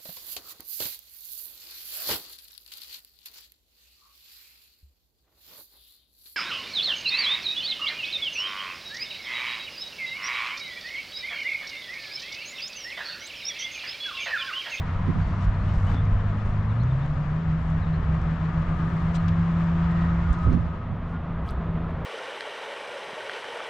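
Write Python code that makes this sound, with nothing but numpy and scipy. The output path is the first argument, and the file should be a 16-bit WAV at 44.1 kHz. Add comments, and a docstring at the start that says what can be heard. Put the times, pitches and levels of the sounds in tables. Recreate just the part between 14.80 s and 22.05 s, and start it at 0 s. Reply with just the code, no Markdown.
"""A heavy engine climbs in pitch and holds on a highway bridge, heard from a grassy river bank.
Its exhaust beats against a second engine's drone; tyres roar and whine, and the deck rumbles.
Close by, two gusts buffet the microphone, a small bird chips, grass and clothing rustle, stalks snap.
Near the end the stereo image closes to mono and the treble dulls."""
import sys
import numpy as np
from scipy import signal
from scipy.fft import rfft, irfft, next_fast_len
from scipy.io import wavfile

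SR = 44100
rng = np.random.default_rng(int(sys.argv[2]) if len(sys.argv) > 2 else 0)


def int16_out(signal):
    """Quantize to a 16-bit WAV file."""
    q = np.round(np.clip(np.atleast_2d(signal).T, -1, 1) * 32767)
    wavfile.write(sys.argv[1], SR, q.astype(np.int16))


N = 319725
TIME = np.arange(N) / SR
BINS = np.fft.rfftfreq(N, 1 / SR)


def gain_of(db):
    """Decibels to amplitude."""
    return 10 ** (np.asarray(db) / 20)


def unit_rms(x):
    """Scales to unit rms."""
    return x / np.sqrt(np.mean(x ** 2) + 1e-20)


def automation(points):
    """A breakpoint curve over time, at every sample."""
    return np.interp(TIME, *np.transpose(points))


def eq_curve(points, hz=BINS):
    """A breakpoint curve over log frequency."""
    point_hz, value = np.transpose(points)
    return np.interp(np.log(hz + 1), np.log(point_hz + 1), value)


def filtered(x, gain):
    """Applies a gain for each frequency."""
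    return irfft(rfft(x) * gain, x.shape[-1])


def drift(rate_hz):
    """Smooth random modulation of unit rms, up to about rate_hz."""
    return unit_rms(filtered(rng.standard_normal(N), np.exp(-(BINS / rate_hz) ** 2)))


def stereo_noise(colour, correlation, size=N):
    """Coloured noise in two partly alike channels; their mean has unit rms."""
    mid, side = rfft(rng.standard_normal((2, size)))
    mid, side = mid * np.sqrt(1 + correlation), side * np.sqrt(1 - correlation)
    pair = irfft(np.array([mid + side, mid - side]) * colour, size)
    return pair / np.sqrt(np.mean(pair.mean(0) ** 2) + 1e-20)


def pan(left_db):
    """Channel gains that put the left left_db above the right."""
    return gain_of(np.array([[.5], [-.5]]) * left_db)


def add(mix, start_s, sound):
    """Mixes a stereo sound in at start_s."""
    part = mix[:, max(round(start_s * SR), 0):][:, :sound.shape[1]]
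    part += sound[:, :part.shape[1]]


def add_centred(mix, peak_s, sound):
    """Mixes a stereo sound in with its middle at peak_s."""
    add(mix, peak_s - sound.shape[1] / SR / 2, sound)


def tone(hz):
    """A unit-rms sine that follows a pitch curve from a random phase."""
    return np.sqrt(2) * np.sin(2 * np.pi * (np.cumsum(hz) / SR + rng.random()))


def swell(width_s):
    """A short bell envelope, three widths to each side of its peak."""
    return np.exp(-np.linspace(-3, 3, 2 * int(3 * width_s * SR) + 2) ** 2)


def swell_at(peak_s, width_s):
    """A bell envelope on the scene's timeline."""
    return np.exp(-((TIME - peak_s) / width_s) ** 2)


def drone(hz, zero_phase_s=3.23):
    """An engine's fundamental: a gliding unit-rms sine with its phase pinned at one moment."""
    turns = np.cumsum(hz) / SR
    return np.sqrt(2) * np.sin(2 * np.pi * (turns - np.interp(zero_phase_s, TIME, turns)))


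# Firing rate, climbing in two pulls and then holding: time_s, pitch_hz
ENGINE_PITCH = [(0, 92), (1.0, 97.5), (1.85, 105), (1.95, 111), (2.07, 126), (2.27, 143.5), (2.42, 146),
                (2.6, 160.6), (3.1, 161.1), (3.5, 162.4), (3.9, 164.8), (5.4, 168.3), (7.25, 163.5)]
# Engine fader: time_s, level_db
ENGINE_FADER = [(0, -35.5), (.25, -28.5), (.62, -28), (.85, -24), (1.7, -26.5), (2.12, -22.5), (2.27, -28),
                (2.6, -26), (3.9, -29.5), (4.6, -23), (5.3, -24), (5.5, -29.5), (5.85, -29), (6.05, -45.5),
                (6.35, -31.5), (6.75, -38), (6.98, -26.5), (7.25, -41.5)]
# Second harmonic against the fundamental: harmonic_hz, gain_db
ENGINE_OVERTONE = [(184, -6.5), (192, -12), (210, -14), (235, -23.5), (290, -27), (320, -36.5), (328, -20),
                   (333, -26.5), (336, -22.5)]


def heavy_engine(throb_db=0.4, trim_db=-0.67):
    """A throbbing exhaust; distance leaves only its lowest orders."""
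    hz = automation(ENGINE_PITCH)
    firing = drone(hz) * gain_of(throb_db * drift(1.4))
    # Unequal cylinder banks add weak orders halfway between the harmonics.
    uneven = gain_of(-15) * tone(hz / 2) + gain_of(-29 + 2 * drift(3.5)) * tone(1.5 * hz)
    overtone = gain_of(eq_curve(ENGINE_OVERTONE, 2 * hz) + drift(2.5)) * tone(2 * hz)
    return gain_of(automation(ENGINE_FADER) + trim_db) * (firing + uneven + overtone)


def cruising_engine(start_hz=154.3, rise_hz_per_s=0.6, peak_db=-32, arrives_s=0.38, leaves_s=3.9,
                    fade_db_per_s=15.5, nearing_db_per_s=1.1):
    """A second drone swells in, draws nearer and fades, beating against the heavy engine."""
    away_s = np.maximum(arrives_s - TIME, 0) + np.maximum(TIME - leaves_s, 0)
    nearing_db = nearing_db_per_s * np.minimum(TIME - leaves_s, 0)
    level_db = peak_db + nearing_db - fade_db_per_s * away_s + 0.1 * drift(0.6)
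    # Flipped polarity puts a null of the beat where the two drones' phases are pinned.
    return -gain_of(level_db) * drone(start_hz + rise_hz_per_s * TIME)


# How alike the traffic noise is left and right: frequency_hz, correlation
TRAFFIC_CORRELATION = [(25, 0.98), (100, 1), (200, 0.99), (330, 0.93), (530, 0.91), (900, 0.73),
                       (1500, 0.86), (2600, 0.52), (7000, 0.4)]
# Low end of the bridge deck: frequency_hz, gain_db
DECK_EQ = [(7, -16), (19, -4), (31, 2.5), (49, -4.5), (67, 2), (92, 1.5), (122, -6), (170, -6),
           (212, -18.5), (260, -24), (335, -43), (1500, -100)]
# Deck fader: time_s, level_db
DECK_FADER = [(0, -30.5), (.4, -29.5), (1.15, -29.5), (1.8, -32), (2.6, -32), (3.2, -29.5), (4.7, -32),
              (5.45, -29.5), (6.05, -35), (7.25, -33.5)]
# Colour of the mingled exhausts: frequency_hz, gain_db
EXHAUST_EQ = [(90, -3), (195, 1.5), (255, -1.5), (305, -7.5), (430, -10.5), (530, -8.5), (660, -8),
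              (810, -12.5), (1300, -23), (7000, -100)]
# Exhaust fader: time_s, level_db
EXHAUST_FADER = [(0, -40), (1.1, -39), (2.7, -40), (4.0, -38.5), (6.1, -39), (7.25, -36)]


def rumble(deck_trim_db=2.5, exhaust_trim_db=-0.02):
    """The low bed: the deck shakes under the wheels, with a blur of many exhausts above it."""
    correlation = eq_curve(TRAFFIC_CORRELATION)
    deck = stereo_noise(gain_of(eq_curve(DECK_EQ)), correlation)
    deck *= gain_of(automation(DECK_FADER) + deck_trim_db)
    exhausts = stereo_noise(gain_of(eq_curve(EXHAUST_EQ)), correlation)
    exhausts *= gain_of(automation(EXHAUST_FADER) + exhaust_trim_db)
    return deck + exhausts


# Colour of the tyre roar: frequency_hz, gain_db
ROAR_EQ = [(240, -18), (510, -14.5), (670, -3), (820, -6), (970, 1), (1220, 0.5), (1510, -4.5),
           (1780, -5.5), (2450, -14), (3450, -20), (4600, -28), (7400, -37.5), (10200, -56.5), (14400, -65)]
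# Roar fader: time_s, level_db
ROAR_FADER = [(0, -40.5), (.9, -42), (2.5, -43.5), (3.1, -42.5), (4.3, -41), (4.85, -40.5), (5.25, -39.5),
              (6.0, -44.5), (7.25, -42)]


def tyre_roar(crossover_hz=2400, flicker_db=0.5, waver_db=0.5):
    """A broad wash of tyres whose treble comes and goes with the breeze."""
    roar = stereo_noise(gain_of(eq_curve(ROAR_EQ)), eq_curve(TRAFFIC_CORRELATION))
    treble = filtered(roar, BINS ** 4 / (BINS ** 4 + crossover_hz ** 4))
    roar += treble * (gain_of(flicker_db * drift(16)) - 1)
    return roar * gain_of(automation(ROAR_FADER) + waver_db * drift(29))


def resonant_noise(size, pitch_hz, half_band_hz):
    """Noise in one narrow resonance."""
    detune = (np.fft.rfftfreq(size, 1 / SR) - pitch_hz) / half_band_hz
    return stereo_noise(1 / (1 + detune ** 2), correlation=0.38, size=size)


# Singing tyres passing: peak_s, width_s, level_db, pitch_hz, half_band_hz
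TYRE_WHINES = [(4.1, 0.51, -47.5, 1218, 36), (5.15, 0.2, -45, 1257, 27), (5.22, 0.18, -50.5, 1870, 64),
               (5.401, .25, -50.5, 1424, 25), (5.63, 0.15, -42, 1252, 26), (5.95, .1, -48, 1262, 10),
               (6.36, .07, -49, 1420, 11), (6.74, 0.09, -46, 1270, 11), (7.069, 0.067, -53, 1310, 20),
               (7.2, .03, -39, 630, 44)]


def tyre_whines(bed_db=-56):
    """Tyres sing on the grooved deck, pitched by each vehicle's speed, over a faint steady whine."""
    out = gain_of(bed_db) * resonant_noise(N, pitch_hz=1250, half_band_hz=34)
    for peak_s, width_s, level_db, pitch_hz, half_band_hz in TYRE_WHINES:
        envelope = swell(width_s)
        whine = resonant_noise(next_fast_len(len(envelope)), pitch_hz, half_band_hz)
        add_centred(out, peak_s, gain_of(level_db) * envelope * whine[:, :len(envelope)])
    return out


# The far vehicle's partials at its closest: pitch_hz, level_db
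FAR_PARTIALS = [(247, -56), (320, -58), (387.5, -50.5), (409, -56), (457.5, -49.5), (648, -55.5)]


def far_vehicle(wander_hz=1.4, distant_db=-13.5, nearest_s=6.98, approach_s=0.37):
    """Thin tones waver on their way through moving air and swell as the vehicle draws near."""
    partials = sum(gain_of(db) * tone(hz + wander_hz * drift(6.3)) for hz, db in FAR_PARTIALS)
    return partials * np.hypot(gain_of(distant_db), swell_at(nearest_s, approach_s))


# The traffic's lean to the left: frequency_hz, left_db
LEAN_PAN = [(60, -0.5), (140, -1), (320, 0.5), (490, 0), (740, 5), (1130, 2.5), (1720, 3.5), (2620, 4.5),
            (5000, 1.2), (9000, 1.5)]
# Depth of that lean: time_s, depth_factor
LEAN_DEPTH = [(0, 0.63), (2.5, 1.6), (4.6, 1.23), (5.7, .45), (7.25, .4)]


def from_left(traffic):
    """The bridge lies to the left; the camera body shades the right channel from its higher sounds."""
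    shaded = filtered(traffic, pan(eq_curve(LEAN_PAN)))
    return traffic + automation(LEAN_DEPTH) * (shaded - traffic)


# Wind thumps, bunched in two gusts: peak_s, width_s, level_db, cutoff_hz, left_db
EDDIES = [(.18, 0.059, -24, 45.2, 2), (0.293, 0.02, -22.5, 277, -12.5), (.372, 0.028, -26.5, 227, -13),
          (.52, 0.029, -30, 240, -4.5), (0.684, 0.027, -17.5, 55, -1.5), (0.96, 0.028, -18, 60, 0),
          (1.1, 0.049, -21, 41.6, 0), (1.135, 0.035, -23.5, 224, -1), (1.234, 0.018, -19, 140, -0.5),
          (1.34, 0.043, -20, 38, 0), (1.72, 0.095, -27.5, 37.8, -1), (2.001, 0.018, -22, 150, -1.5),
          (2.28, 0.0403, -25, 52.4, 1.5), (5.52, 0.045, -20, 80, -4), (5.675, .024, -11.5, 105, -4.5),
          (5.676, .015, -27.5, 380, -11), (5.738, .04, -17.5, 266, -10.5), (5.739, .03, -20.5, 114, -3),
          (5.821, 0.057, -22, 113, -7), (6.124, 0.029, -31.5, 185, -21)]


def gusts(trim_db=-3, low_cut_hz=25, body_hz=70):
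    """Eddies buffet the microphone, mostly on the right; faster ones reach higher in pitch."""
    out = np.zeros((2, N))
    for peak_s, width_s, level_db, cutoff_hz, left_db in EDDIES:
        envelope = swell(width_s)
        hz = np.fft.rfftfreq(len(envelope), 1 / SR)
        body = hz / (hz + low_cut_hz) / np.sqrt(1 + hz / body_hz)
        colour = body / np.sqrt(1 + (hz / cutoff_hz) ** 8)
        eddy = envelope * stereo_noise(colour, correlation=1, size=len(envelope))
        add_centred(out, peak_s, gain_of(level_db + trim_db) * eddy * pan(left_db))
    return out


# Chip shapes by note name: length_s, start_hz, middle_hz, end_hz, second_voice_offset_hz
BIRD_NOTES = {"arch": (.042, 3450, 4230, 3950, 0), "fall": (.052, 4150, 3820, 3200, 0),
              "low": (.03, 3500, 3620, 3480, 0), "high": (.07, 4350, 4400, 4300, 300),
              "rise": (.04, 2800, 2980, 3100, 0), "long": (.1, 3360, 3430, 3400, 110)}
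# The bird's song: start_s, level_db, note_name
BIRD_SONG = [(.4, -63, "high"), (.47, -64, "high"), (.73, -58.5, "arch"), (.79, -59, "arch"),
             (.875, -49, "rise"), (1.06, -46, "rise"), (1.125, -51, "long"), (1.88, -55, "fall"),
             (1.99, -51, "arch"), (2.1, -51.5, "low"), (2.215, -55, "low"), (3.012, -53, "fall"),
             (3.123, -55, "arch"), (4.363, -54, "arch"), (5.705, -58, "arch")]


def bird(left_db=-1, trim_db=-6, scatter_db=-10, scatter_s=0.028, warble_hz=70):
    """Short warbling chips that arch, rise or fall, blurred by the leaves around the bird."""
    chips = np.zeros((2, N))
    warble = warble_hz * drift(250)
    for start_s, level_db, note_name in BIRD_SONG:
        length_s, *pitches_hz, offset_hz = BIRD_NOTES[note_name]
        progress = np.linspace(0, 1, int(length_s * SR))
        glide = np.polyval(np.polyfit([0, .5, 1], pitches_hz, 2), progress)
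        hz = glide + warble[int(start_s * SR):][:len(progress)]
        voices = tone(hz) + (tone(hz + offset_hz) if offset_hz else 0)
        chip = np.sin(np.pi * progress) * voices
        add(chips, start_s, gain_of(level_db + trim_db) * chip * pan(left_db))
    leaf_tail = rng.standard_normal((2, SR // 2)) * np.exp(-TIME[:SR // 2] / scatter_s)
    leaf_tail /= np.linalg.norm(leaf_tail[0])
    return chips + gain_of(scatter_db) * signal.fftconvolve(chips, leaf_tail, axes=1)[:, :N]


def friction(strokes, eq, clump_db, left_db, catch_db=1):
    """Bursts of dry friction: millisecond grains bunch up as the blades catch and slip."""
    out = np.zeros((2, N))
    grains = unit_rms(gain_of(clump_db * drift(730) + catch_db * drift(55)))
    for peak_s, width_s, level_db, tilt_db in strokes:
        envelope = swell(width_s)
        hz = np.fft.rfftfreq(len(envelope), 1 / SR)
        colour = gain_of(eq_curve(eq, hz) + tilt_db * np.log2(1 + hz / 1000))
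        hiss = stereo_noise(colour, correlation=0.55, size=len(envelope))
        add_centred(out, peak_s, gain_of(level_db) * envelope * hiss)
    return out * grains * pan(left_db)


# Swishes of grass and clothing: peak_s, width_s, level_db, tilt_db_per_octave
SWISHES = [(0.479, 0.13, -56.5, -10.5), (.625, 0.042, -52, -10), (.92, 0.1, -51, -12),
           (1.01, 0.1, -68, 5.5), (1.115, 0.04, -65, 4), (1.12, 0.051, -40, -17.5), (1.68, .1, -69, -3),
           (2.28, 0.22, -65.5, -7.5), (2.85, 0.086, -74, 3), (4.2, 0.35, -74.5, 13.5), (4.82, .1, -70.5, 1),
           (5.17, .13, -76, 0), (5.621, 0.13, -69, -2), (6.31, 0.039, -67, -1), (7.095, .035, -76, 5)]
# Colour of a swish before its tilt: frequency_hz, gain_db
SWISH_EQ = [(280, -20), (950, 2), (3100, 1), (5600, 3), (8100, -3.5), (10200, -14), (14000, -22)]


def rustles():
    """Blades and cloth brush in soft swishes."""
    return friction(SWISHES, SWISH_EQ, clump_db=3.5, left_db=6)


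# Crackle of the smallest stalks: frequency_hz, gain_db
TICK_EQ = [(1000, -16.5), (4000, 0.5), (7000, 2), (10000, -9.5), (14000, -17)]


def stalk_ticks(ticks_per_s=45, level_db=-69, spread_db=4.5, decay_s=0.0007):
    """Dry stalks tick at random moments while the grass is being brushed."""
    brushing = sum(swell_at(peak_s, width_s) for peak_s, width_s, *_ in SWISHES)
    triggers = rng.random(N) < brushing * ticks_per_s / SR
    strengths = gain_of(spread_db * np.clip(rng.standard_normal(N), -2, 1.5))
    envelope = signal.lfilter([1], [1, -np.exp(-1 / (decay_s * SR))], triggers * strengths)
    return gain_of(level_db) * envelope * stereo_noise(gain_of(eq_curve(TICK_EQ)), correlation=0.45)


# Dry stalks breaking: start_s, level_db, ring_hz, half_band_ratio
STALK_SNAPS = [(1.053, -59, 6000, .7), (1.071, -54, 5500, .7), (1.253, -57, 6000, 0.35),
               (2.035, -51, 4500, 0.51), (2.903, -59, 6000, 0.55), (3.416, -56, 5500, 0.52),
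               (4.223, -68, 11500, .5), (4.347, -52, 6500, .45), (4.482, -43, 4500, 0.47),
               (5.116, -59, 7200, .3), (5.507, -62, 7500, 0.32), (5.53, -51, 7300, .3),
               (5.589, -56, 5970, 0.42), (5.64, -63, 7500, .35), (5.729, -53, 5000, 0.54),
               (5.744, -60, 6500, 0.56), (6.6465, -65, 10500, .7), (6.6605, -54, 5500, .5),
               (6.667, -61, 9000, .8), (6.677, -45, 3200, .25), (6.688, -58, 9000, .6),
               (6.690, -37, 4400, 0.29), (6.6985, -41, 4800, .2), (6.707, -47, 8200, 0.33),
               (7.108, -65, 8000, .7)]


def stalk_snaps(attack_s=0.00059, left_db=2):
    """Each stalk breaks with a short burst: stiff ones ring at a pitch, limp ones just crack."""
    out = np.zeros((2, N))
    t = TIME[:SR // 80]
    hz = np.fft.rfftfreq(len(t), 1 / SR)
    envelope = t / attack_s * np.exp(1 - t / attack_s)
    for start_s, level_db, ring_hz, half_band_ratio in STALK_SNAPS:
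        detune = (hz / ring_hz - 1) / half_band_ratio
        ring = stereo_noise(1 / (1 + detune ** 2) ** 2, correlation=0.66, size=len(t))
        snap = unit_rms(envelope * ring) * np.sqrt(np.mean(envelope ** 2))
        add(out, start_s, gain_of(level_db) * snap * pan(left_db))
    return out


# Brief swelling engine tones: peak_s, width_s, level_db, pitch_hz
ENGINE_SWELLS = [(1.25, 0.31, -52.5, 465.4), (3.25, 0.43, -33, 66.1), (3.279, 0.14, -54.5, 394),
                 (4.13, 0.18, -50, 383), (4.65, 0.35, -32, 95), (5.25, .3, -30.5, 63.13),
                 (5.35, .4, -46, 251), (5.4, 0.28, -33.5, 91.9), (6.15, 0.18, -34.5, 86),
                 (6.2, .3, -47, 247), (6.75, 0.16, -32, 64.5)]


def engine_swells(wander_hz=2.49):
    """Unsteady tones swell and fade: other diesels, and the heavy engine's 1.5 order near 250 Hz."""
    return sum(gain_of(level_db) * swell_at(peak_s, width_s) * tone(pitch_hz + wander_hz * drift(5))
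               for peak_s, width_s, level_db, pitch_hz in ENGINE_SWELLS)


# Close, dry scuffs: peak_s, width_s, level_db, tilt_db_per_octave
DRY_SCUFFS = [(4.357, 0.013, -46, -6), (4.487, 0.007, -45, -14), (5.54, 0.016, -55.5, -6),
              (5.735, 0.017, -54, -16), (6.695, 0.03, -53.5, -2)]
# Colour of a scuff before its tilt: frequency_hz, gain_db
SCUFF_EQ = [(300, -30.5), (1500, -6), (3300, 4.5), (5300, -0.5), (8300, -2), (10500, -23.5), (14000, -17)]


def scuffs():
    """Short, hard strokes of dry friction."""
    return friction(DRY_SCUFFS, SCUFF_EQ, clump_db=2, left_db=4.5)


def scene():
    """The traffic across the water, with the small sounds of the bank in front."""
    engines = (heavy_engine() + cruising_engine()) * pan(left_db=0.56)
    traffic = from_left(rumble() + tyre_roar() + tyre_whines() + far_vehicle() + engine_swells())
    bank = gusts() + bird() + rustles() + stalk_ticks() + stalk_snaps() + scuffs()
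    return engines + traffic + bank


# The treble dip at full depth: frequency_hz, gain_db
DULL_EQ = [(1150, -0.5), (1850, -2.5), (3400, -1.5), (5300, -7.5), (7600, -9.5), (12000, 1.5)]


def record(dry):
    """After the strong gust the image closes to mono and the treble dulls; a low-pass tops the mix."""
    close_s, close_db_per_s = 5.96, 46.5
    dull_s, dull_over_s, cutoff_hz = 5.75, 0.35, 14400
    width = gain_of(-close_db_per_s * np.maximum(TIME - close_s, 0))
    mid, side = dry.mean(0), (dry[0] - dry[1]) / 2 * width
    narrowed = np.array([mid + side, mid - side])
    crossfade = np.clip((TIME - dull_s) / dull_over_s, 0, 1)
    dulled = narrowed + crossfade * (filtered(narrowed, gain_of(eq_curve(DULL_EQ))) - narrowed)
    low_pass = signal.firwin(511, cutoff_hz, window=("kaiser", 9), fs=SR)
    return signal.oaconvolve(dulled, low_pass[None], "same")


dry = scene()
out = record(dry)
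int16_out(out)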